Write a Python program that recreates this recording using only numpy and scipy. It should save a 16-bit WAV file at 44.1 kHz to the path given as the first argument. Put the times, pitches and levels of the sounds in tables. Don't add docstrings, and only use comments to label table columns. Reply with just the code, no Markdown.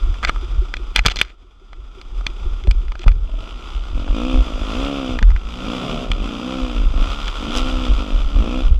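import sys
import numpy as np
from scipy import signal
from scipy.fft import rfft, irfft, next_fast_len
from scipy.io import wavfile
from scipy.ndimage import uniform_filter1d, map_coordinates

SR = 44100
rng = np.random.default_rng(int(sys.argv[2]) if len(sys.argv) > 2 else 0)


def log_audio(samples):
    frames = np.atleast_2d(samples).T
    limited = np.clip(frames, -1, 1)
    pcm = np.round(limited * 32767).astype(np.int16)
    wavfile.write(sys.argv[1], SR, pcm)


N = 387638

# time_s, turns_per_s
AHEAD_SPEED = [(3.2, 44), (4, 44), (4.1, 48), (4.24, 62.3), (4.3, 65), (4.41, 64.5), (4.56, 52), (4.64, 50),
               (4.72, 54), (4.8, 67), (4.88, 70.8), (4.98, 69.1), (5.07, 63.5), (5.13, 63.4), (5.3, 46),
               (5.62, 48), (5.72, 60.6), (5.8, 69), (5.87, 71), (5.96, 79.3), (6.04, 60), (6.1, 50),
               (6.2, 51), (6.27, 57.2), (6.37, 56.8), (6.52, 65.2), (6.58, 65.7), (6.66, 63.3), (6.76, 58),
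               (6.92, 46), (7.05, 55), (7.12, 50), (7.38, 45), (7.5, 58.5), (7.56, 62.6), (7.66, 64.5),
               (7.8, 64), (7.86, 62.4), (8.06, 49.4), (8.19, 52.4), (8.27, 45), (8.55, 63.2), (8.62, 65.3),
               (8.79, 52)]
# open_s, shut_s, opening_0_to_1, level_db, turned_aside_0_to_1
BURSTS = [(3.174, 3.448, 0, -46, 0.02), (3.837, 4.1, 0.53, -33.5, 0.01), (4.35, 4.67, 0.42, -34, 0.18),
          (4.025, 4.359, 0.79, -25, 0), (4.562, 5.133, 1, -29.5, 0.12), (5.515, 5.712, 0.95, -27, 0),
          (5.705, 6.04, 0.78, -31.5, 0.95), (6.057, 6.81, 0.94, -30, 0), (6.827, 7.006, 0.5, -31.5, 0.01),
          (7.29, 7.89, 0.74, -28.5, 0), (7.872, 8.12, 0.7, -30, 0.01), (8.26, 8.58, 0.76, -27, 0.01)]
# harmonic, level_db
SINGING_HARMONICS = [(4, -6), (8, -14), (11, -20)]
# frequency_hz, gain_db
PIPE_EQ = [(50, -44), (130, -13.5), (200, -2), (260, 9), (325, 3.5), (380, -15.5), (450, -13), (520, 0),
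           (600, -14), (720, -11), (850, -19), (1050, -13), (1350, -10), (1500, -30), (1700, -24),
           (4000, -120)]
ASIDE_EQ = [(50, -23), (150, 8), (200, -14), (238, 13), (300, -11), (400, 5.5), (500, -1), (700, 3.5),
            (900, -40), (1200, -9.5), (1500, -46), (4000, -120)]
PUTTER_EQ = [(300, -40.5), (520, 3.5), (650, 25.5), (800, -53.5), (1500, -35.5), (4000, -120)]
RASP_EQ = [(700, -14), (1100, -8), (1500, -8), (2000, -1.5), (9000, -2.5)]

# time_s, turns_per_s, rattle_db, hum_db
OWN_ENGINE = [(0, 33, -51.5, -58), (1.15, 25, -55, -74), (1.35, 24, -67.5, -99.5), (1.6, 22.6, -68, -80.5),
              (2.2, 33, -56, -61), (2.45, 30, -53, -80), (2.75, 27, -57.5, -65), (3.2, 38, -59.5, -83),
              (3.3, 51, -58.5, -64), (3.4, 58, -52.5, -53), (3.65, 62, -51, -45.5), (3.77, 69, -49.5, -68),
              (3.9, 63, -52.5, -71), (4.6, 52, -45.5, -68), (4.8, 64, -41, -73), (5.16, 56, -47, -65),
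              (5.25, 45, -56.5, -73), (5.38, 50, -54.5, -55), (5.45, 54, -51.5, -43.5),
              (5.58, 62.6, -46.5, -34.5), (5.85, 61, -39.5, -30), (6.1, 64, -49.5, -36.5),
              (6.55, 65, -43.5, -32), (6.93, 54, -48.5, -49), (7.02, 62, -44, -37), (7.1, 68, -42, -39),
              (7.2, 72, -42.5, -40), (7.4, 71, -43.5, -64), (7.48, 72, -43, -26), (7.53, 90, -40.5, -39),
              (7.58, 98, -36.5, -52), (7.64, 72, -41, -74), (8.45, 70, -49, -30), (8.67, 65, -46.5, -42.5),
              (8.79, 62, -63, -55)]
# harmonic, level_db
HUM_HARMONICS = [(1, -8), (2, -6), (3, -2), (4, 0), (5, -10), (6, -12), (8, -12), (9, -12), (12, -14)]
# start_s, level_db
IDLE_POPS = [(0.069, -22), (0.426, -11.5), (0.616, -11), (0.796, -16), (1.443, -31), (1.615, -26),
             (1.778, -26), (1.972, -18), (2.128, -25.5), (2.293, -19), (2.455, -15.5), (2.647, -13),
             (2.83, -23), (2.994, -14.5)]
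# frequency_hz, gain_db
FRAME_EQ = [(60, -29.5), (120, -5), (350, 2.5), (620, -15), (850, -9.5), (1300, -49.5), (3000, -120)]
DULL_EQ = [(600, -21), (1000, -17), (1500, -14), (2000, -15), (2500, -29), (4200, -21), (15000, -20)]
MID_EQ = [(1500, -4.5), (2000, -12)]
SIZZLE_EQ = [(2000, -25), (5000, 16.5), (13000, 15)]

# start_s, level_db, centre_hz
LEAF_SLAPS = [(0.142, -19, 2590), (0.23, -16.5, 1360), (0.249, 4.5, 2140), (0.278, -32, 2390),
              (0.294, 0, 1560), (0.361, -18, 1310), (0.739, -5.5, 1920), (0.768, -12.5, 2880),
              (0.961, 12.5, 3240), (0.966, -11, 2600), (0.973, -7, 2560), (0.983, -8, 1900),
              (0.991, 3, 2030), (1.05, -9, 1517), (1.056, -1.5, 1830), (1.062, 13.5, 3850),
              (1.069, 3.5, 3640), (1.083, -0.5, 2280), (1.099, -7.5, 2970), (1.11, -26.5, 2590),
              (1.159, -3.5, 5000), (1.168, -5.5, 3720), (1.189, -4, 3320), (1.195, -7, 3240),
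              (1.214, 11, 2810), (1.731, -23.5, 1420), (2.014, -17.5, 3480), (2.21, -25.5, 1180),
              (2.266, -0.5, 3180), (2.638, -21, 3000), (2.672, -16, 2730), (2.711, -3, 3300),
              (2.882, -25, 2610), (2.92, -16, 1320), (2.954, -20.5, 1010), (2.993, -19, 2770),
              (3.041, -22.5, 780), (3.064, -22, 1090), (3.08, -7, 2000), (3.091, -21, 1980),
              (3.117, -22.5, 2390), (4.079, -19.5, 960), (5.189, -6, 1540), (5.227, -6, 1670),
              (5.288, -28, 1390), (5.304, -19, 1480), (5.316, -22, 1400), (5.363, -13, 1580),
              (6.116, -1.5, 2870), (7.28, -9, 2880)]
# start_s, length_s, level_db, centre_hz
LEAF_DRAGS = [(0.225, 0.03, -19.5, 1470), (0.268, 0.029, -21.5, 1900), (0.949, 0.047, -23.5, 2640),
              (1.034, 0.061, -34.5, 2450), (1.1, 0.029, -21, 2900), (1.163, 0.078, -26.5, 3300),
              (1.209, 0.12, -43, 2400), (3.005, 0.045, -34, 2900)]
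# pitch_hz, width_hz, level_db
SHELL_MODES = [(1206, 81, -0.5), (2040, 1100, -6), (1960, 88, -6), (2450, 250, -0.5), (2900, 820, -7.5),
               (3560, 284, -1), (4080, 87, -6.5), (5020, 280, -8), (5600, 370, -10.5), (7900, 2300, -21),
               (9600, 1600, -28), (12900, 730, -25.5)]
# frequency_hz, gain_db
HOUSING_EQ = [(500, -4), (950, -8), (1380, -1.5), (1600, -22.5), (2000, -18), (2450, 1), (2900, -3),
              (3450, 1.5), (3950, -15.5), (4550, -19.5), (4890, -9.5), (5300, -19.5), (5850, -16.5),
              (6300, -21), (7700, -24), (9000, -34.5), (9900, -32), (11200, -42), (13000, -37.5),
              (15500, -84)]
THUD_EQ = [(100, 13), (500, 1.5), (1000, -1), (1600, -6.5), (2200, -4.5), (5000, -6), (15500, -28.5)]

# start_s, thump_db, rumble_swell_db
BUFFETS = [(0.232, -30, -15), (0.549, -55, -1.5), (0.981, -33, -5.5), (1.049, -15, -10), (1.779, -54, -17),
           (2.054, -42, -24), (2.279, -35.5, -13), (2.5, -54, -9), (2.671, -13.5, 2), (2.746, -30, -3.5),
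           (3.06, -12.5, 7), (3.748, -52, -9), (4.072, -40, -2.5), (4.338, -10, 4), (4.58, -24, -9),
           (5.09, -18.5, -10.5), (5.214, -11, 2), (5.321, -39, -4.5), (5.805, -40, -42), (6.095, -17.5, -4),
           (6.948, -51, -2), (7.648, -18, -13), (7.888, -21, 0), (8.352, -35, 4), (8.703, -22, 5)]
# time_s, level_db
WIND_LEVEL = [(0.0, -20), (0.59, -22.5), (1.15, -29.5), (1.37, -43), (2.32, -26), (2.69, -21), (2.79, -24),
              (3.47, -26.5), (3.89, -23), (4.38, -26), (4.53, -17), (4.87, -30), (5.12, -35), (5.29, -9),
              (5.41, -28), (5.78, -32.5), (6.19, -19.5), (6.39, -40), (6.66, -26), (6.85, -16.5),
              (7.15, -26), (7.69, -23.5), (8.27, -16), (8.79, -23)]
# frequency_hz, gain_db
PUFF_EQ = [(60, -13.5), (120, -1), (300, -11), (1200, -30.5), (4000, -120)]
MEMBRANE_EQ = [(8, -30), (20, -7), (30, -4), (39, 0), (47, -6), (60, -17), (100, -65), (200, -120)]
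RUSH_EQ = [(40, -21), (72, 6.5), (100, -9.5), (200, -25.5), (500, -29.5), (1500, -120)]

MAX_TURNS = 600


def bike_ahead():
    speed, = curves(AHEAD_SPEED)
    throttle, level_db, aside = throttle_bursts()
    level_db = level_db + 0.2431 * throttle * (speed - 62)
    rough = 1 - throttle
    turns = np.cumsum(speed) / SR
    firings = np.flatnonzero(np.diff(np.floor(turns)))
    jitter, spread = rng.standard_normal((MAX_TURNS, 2))[:len(firings)].T
    late = (jitter * rough[firings] * 0.035 * SR / speed[firings]).astype(int)
    misfire = np.arange(len(firings)) % 2 * rough[firings] ** 2
    strength = amp((0.3 + 2.5 * rough[firings]) * spread) * (1 - misfire)
    pulses = np.bincount(np.clip(firings + late, 0, N - 1), strength, N)
    gas = unit(np.exp(-3.5 * (turns % 1)) * noise())
    exhaust = crossfade(steady(pulses, 0.19), gas, 0.012 + 0.12 * rough ** 1.5)
    head_on = steady(coloured(exhaust, PIPE_EQ, sudden=0), 0.11)
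    off_axis = steady(coloured(exhaust, ASIDE_EQ, sudden=0), 0.11)
    singing = sum(amp(db) * np.cos(2 * np.pi * k * turns) for k, db in SINGING_HARMONICS)
    pipe = crossfade(head_on, off_axis, aside) + throttle ** 2 * (1 - aside) * singing
    putter = rough ** 2 * steady(coloured(pulses, PUTTER_EQ, sudden=0), 0.3)
    rasp = gas + throttle * noise() + 0.5 * steady(pulses, 0.1)
    rasp = steady(housed(rasp, RASP_EQ), 0.6)
    return amp(level_db) * (pipe + amp(-11.5) * rasp + amp(-5) * putter)


def throttle_bursts(open_s=0.14, shut_s=0.19, coast_db=-67, bend_db=-17):
    t = np.arange(N) / SR
    opens, shuts, opening, burst_db, turned = np.transpose(BURSTS)[:, :, None]
    shapes = ease((t - opens) / open_s) * ease(1 - (t - shuts) / shut_s)
    throttle = np.max(shapes * opening, axis=0)
    round_bend = ease(1 - (t - 3) / open_s)
    level_db = coast_db + bend_db * round_bend + np.max(shapes * (burst_db - coast_db), axis=0)
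    aside = np.sum(shapes * turned, axis=0) / (shapes.sum(axis=0) + 0.01)
    return throttle, level_db, aside


def own_bike():
    speed, rattle_db, hum_db = curves(OWN_ENGINE)
    load = np.clip(0.3 + 0.02 * (speed - 25), 0, 1)
    overrev = np.clip(speed - 73, 0, None)
    turns = np.cumsum(speed * (1 + 0.006 * wobble(25))) / SR
    since_firing_s = turns % 1 / speed
    strength = amp((4 - 3.2 * load) * noise(MAX_TURNS)[turns.astype(int)])
    decay_s = 0.0035 + 0.008 * (1 - load)
    slap = 0.06 + 0.7 * (1 - load) ** 2 + strength * np.exp(-since_firing_s / decay_s)
    tick = 12 * load ** 2 * strength * np.diff(np.floor(turns), prepend=0)
    clatter = slap * noise() + tick / 3
    mid = steady(housed(clatter, MID_EQ), 1)
    sizzle = amp(-36.5 + 1.5 * overrev) * steady(housed(clatter, SIZZLE_EQ), 1)
    dull = (slap + 1.8) * noise() + 2.5 * resonant_twice(tick, 800, 1300)
    dull = steady(housed(dull, DULL_EQ), 1)
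    drone = steady(coloured((slap + 1) * noise(), FRAME_EQ), 0.14)
    ring = housing_ring(speed, load, tick, strength, since_firing_s)
    rattle = amp(rattle_db + 0.2 * overrev) * (mid + sizzle + amp(4) * ring)
    rattle += amp(rattle_db + 9.5) * dull + amp(np.minimum(rattle_db + 6, -48)) * drone
    hum = sum(amp(db) * np.sin(2 * np.pi * k * turns + k ** 2) for k, db in HUM_HARMONICS)
    return idle_pops() + amp(1.2 * wobble(30)) * rattle + amp(hum_db) * hum


def housing_ring(speed, load, tick, strength, since_firing_s):
    climb = np.clip((speed - 52) / 22 + 0.15 * wobble(20), 0, 1)
    knock = tick + strength * load ** 2 * np.exp(-since_firing_s / 0.003) * noise()
    lower = unit(resonant_twice(knock, hz=2800, width_hz=900))
    upper = unit(resonant_twice(knock, hz=3100, width_hz=1000))
    return load ** 2 * steady((1 - climb) * lower + climb * upper, 0.4)


def idle_pops():
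    pops, t = np.zeros(N), np.arange(SR // 10) / SR
    for start_s, db in IDLE_POPS:
        pitch_hz = 365 * (1 + 0.023 * rng.standard_normal())
        envelope = attack(t, rise_s=0.022) * decay(t, t60_s=0.055)
        place(pops, start_s, amp(db) * envelope * np.sin(2 * np.pi * pitch_hz * t))
    return pops


def foliage():
    hits, t = np.zeros(N), np.arange(SR // 10) / SR
    envelope = decay(t, t60_s=0.011) + 0.05 * decay(t, t60_s=0.06)
    for start_s, db, hz in LEAF_SLAPS:
        crack = leaf_tone(envelope * (noise(len(t)) + 3 * (t == 0)), hz)
        place(hits, start_s, amp(db) * crack / np.abs(crack).max())
    for start_s, length_s, db, hz in LEAF_DRAGS:
        n = round(length_s * SR)
        ticks = leaf_tone(amp(5 * wobble(400)[:n]) * noise(n), hz)
        place(hits, start_s, amp(db) * unit(ticks) * np.hanning(n) ** 0.3)
    ring = sum((-1) ** k * amp(db) * resonant(hits, hz, width_hz)
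               for k, (hz, width_hz, db) in enumerate(SHELL_MODES))
    return amp(2) * ring + coloured(hits, THUD_EQ)


def leaf_tone(x, hz):
    return resonant(x, hz, 0.67 * hz) + 0.1 * (hz / 3000) ** 2 * x


def buffets():
    thumps, t = np.zeros(N), np.arange(SR // 4) / SR
    for start_s, db, _ in BUFFETS:
        cycles = 78 * (t + 0.0043 * (1 - np.exp(-t / 0.0087)))
        thump = np.sin(2 * np.pi * cycles) * decay(t, t60_s=0.16)
        puff = unit(coloured(noise(N // 32), PUFF_EQ)[:len(t)]) * decay(t, t60_s=0.04)
        place(thumps, start_s, amp(db) * attack(t, rise_s=0.0056) * (thump + 1.6 * puff))
    return thumps


def wind(gusty_db=4, shaky_db=1.5):
    wind_db, = curves(WIND_LEVEL)
    power = amp(wind_db + gusty_db * wobble(13)) ** 2
    for start_s, _, swell_db in BUFFETS:
        t = np.clip(np.arange(N) / SR - start_s, 0, None)
        power += (amp(swell_db) * attack(t, rise_s=0.023) * decay(t, t60_s=0.27)) ** 2
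    swing = steady(coloured(noise(), MEMBRANE_EQ), 0.1)
    rush = unit(amp(4.6 * wobble(12)) * coloured(noise(), RUSH_EQ))
    return np.sqrt(power) * amp(shaky_db * wobble(18)) * swing + amp(-17.5) * power ** 0.46 * rush


def amp(db):
    return 10 ** (np.asarray(db) / 20)


def unit(x):
    return x / np.sqrt(np.mean(x ** 2) + 1e-20)


def noise(n=N):
    return rng.standard_normal(n)


def attack(t, rise_s):
    return 1 - np.exp(-t / rise_s)


def decay(t, t60_s):
    return amp(-60 * t / t60_s)


def ease(u):
    return np.sin(np.pi / 2 * np.clip(u, 0, 1)) ** 2


def crossfade(a, b, share):
    return np.sqrt(1 - share) * a + np.sqrt(share) * b


def place(track, start_s, sound):
    span = track[round(start_s * SR):][:len(sound)]
    span += sound[:len(span)]


def curves(rows):
    times, *columns = np.transpose(rows)
    return [np.interp(np.arange(N) / SR, times, column) for column in columns]


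def wobble(rate):
    return map_coordinates(noise(int(N * rate / SR) + 4), [np.arange(N) * rate / SR])


def steady(x, seconds):
    return x / np.sqrt(np.abs(uniform_filter1d(x ** 2, int(seconds * SR))) + 1e-12)


def resonant(x, hz, width_hz):
    return signal.lfilter(*signal.iirpeak(hz, hz / width_hz, SR), x)


def resonant_twice(x, hz, width_hz):
    return resonant(resonant(x, hz, width_hz), hz, width_hz)


def coloured(x, eq, sudden=1):
    size = 2 * next_fast_len(len(x) // 2 + 8192)
    hz, db = np.transpose(eq)
    gain_db = np.interp(np.log(np.fft.rfftfreq(size, 1 / SR) + 1), np.log(hz + 1), db)
    cepstrum = irfft(np.log(amp(gain_db) + 1e-6), size)
    cepstrum[1:size // 2] *= 2
    cepstrum[size // 2 + 1:] = 0
    response = rfft(cepstrum)
    return irfft(rfft(x, size) * np.exp(response.real + sudden * 1j * response.imag), size)[:len(x)]


def housed(x, eq):
    return coloured(coloured(x, HOUSING_EQ), eq)


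def scene():
    return (bike_ahead() + own_bike() + foliage() + buffets() + wind())[None]


def record(dry):
    top_hz, pad = 15800, 4096
    saturated = dry / (1 + np.abs(dry) ** 6) ** (1 / 6)
    padded = np.pad(saturated, ((0, 0), (pad, pad)), "reflect")
    size = next_fast_len(padded.shape[1])
    passband = np.fft.rfftfreq(size, 1 / SR) < top_hz
    return irfft(rfft(padded, size) * passband, size)[:, pad:pad + N]


dry = scene()
out = record(dry)
log_audio(out)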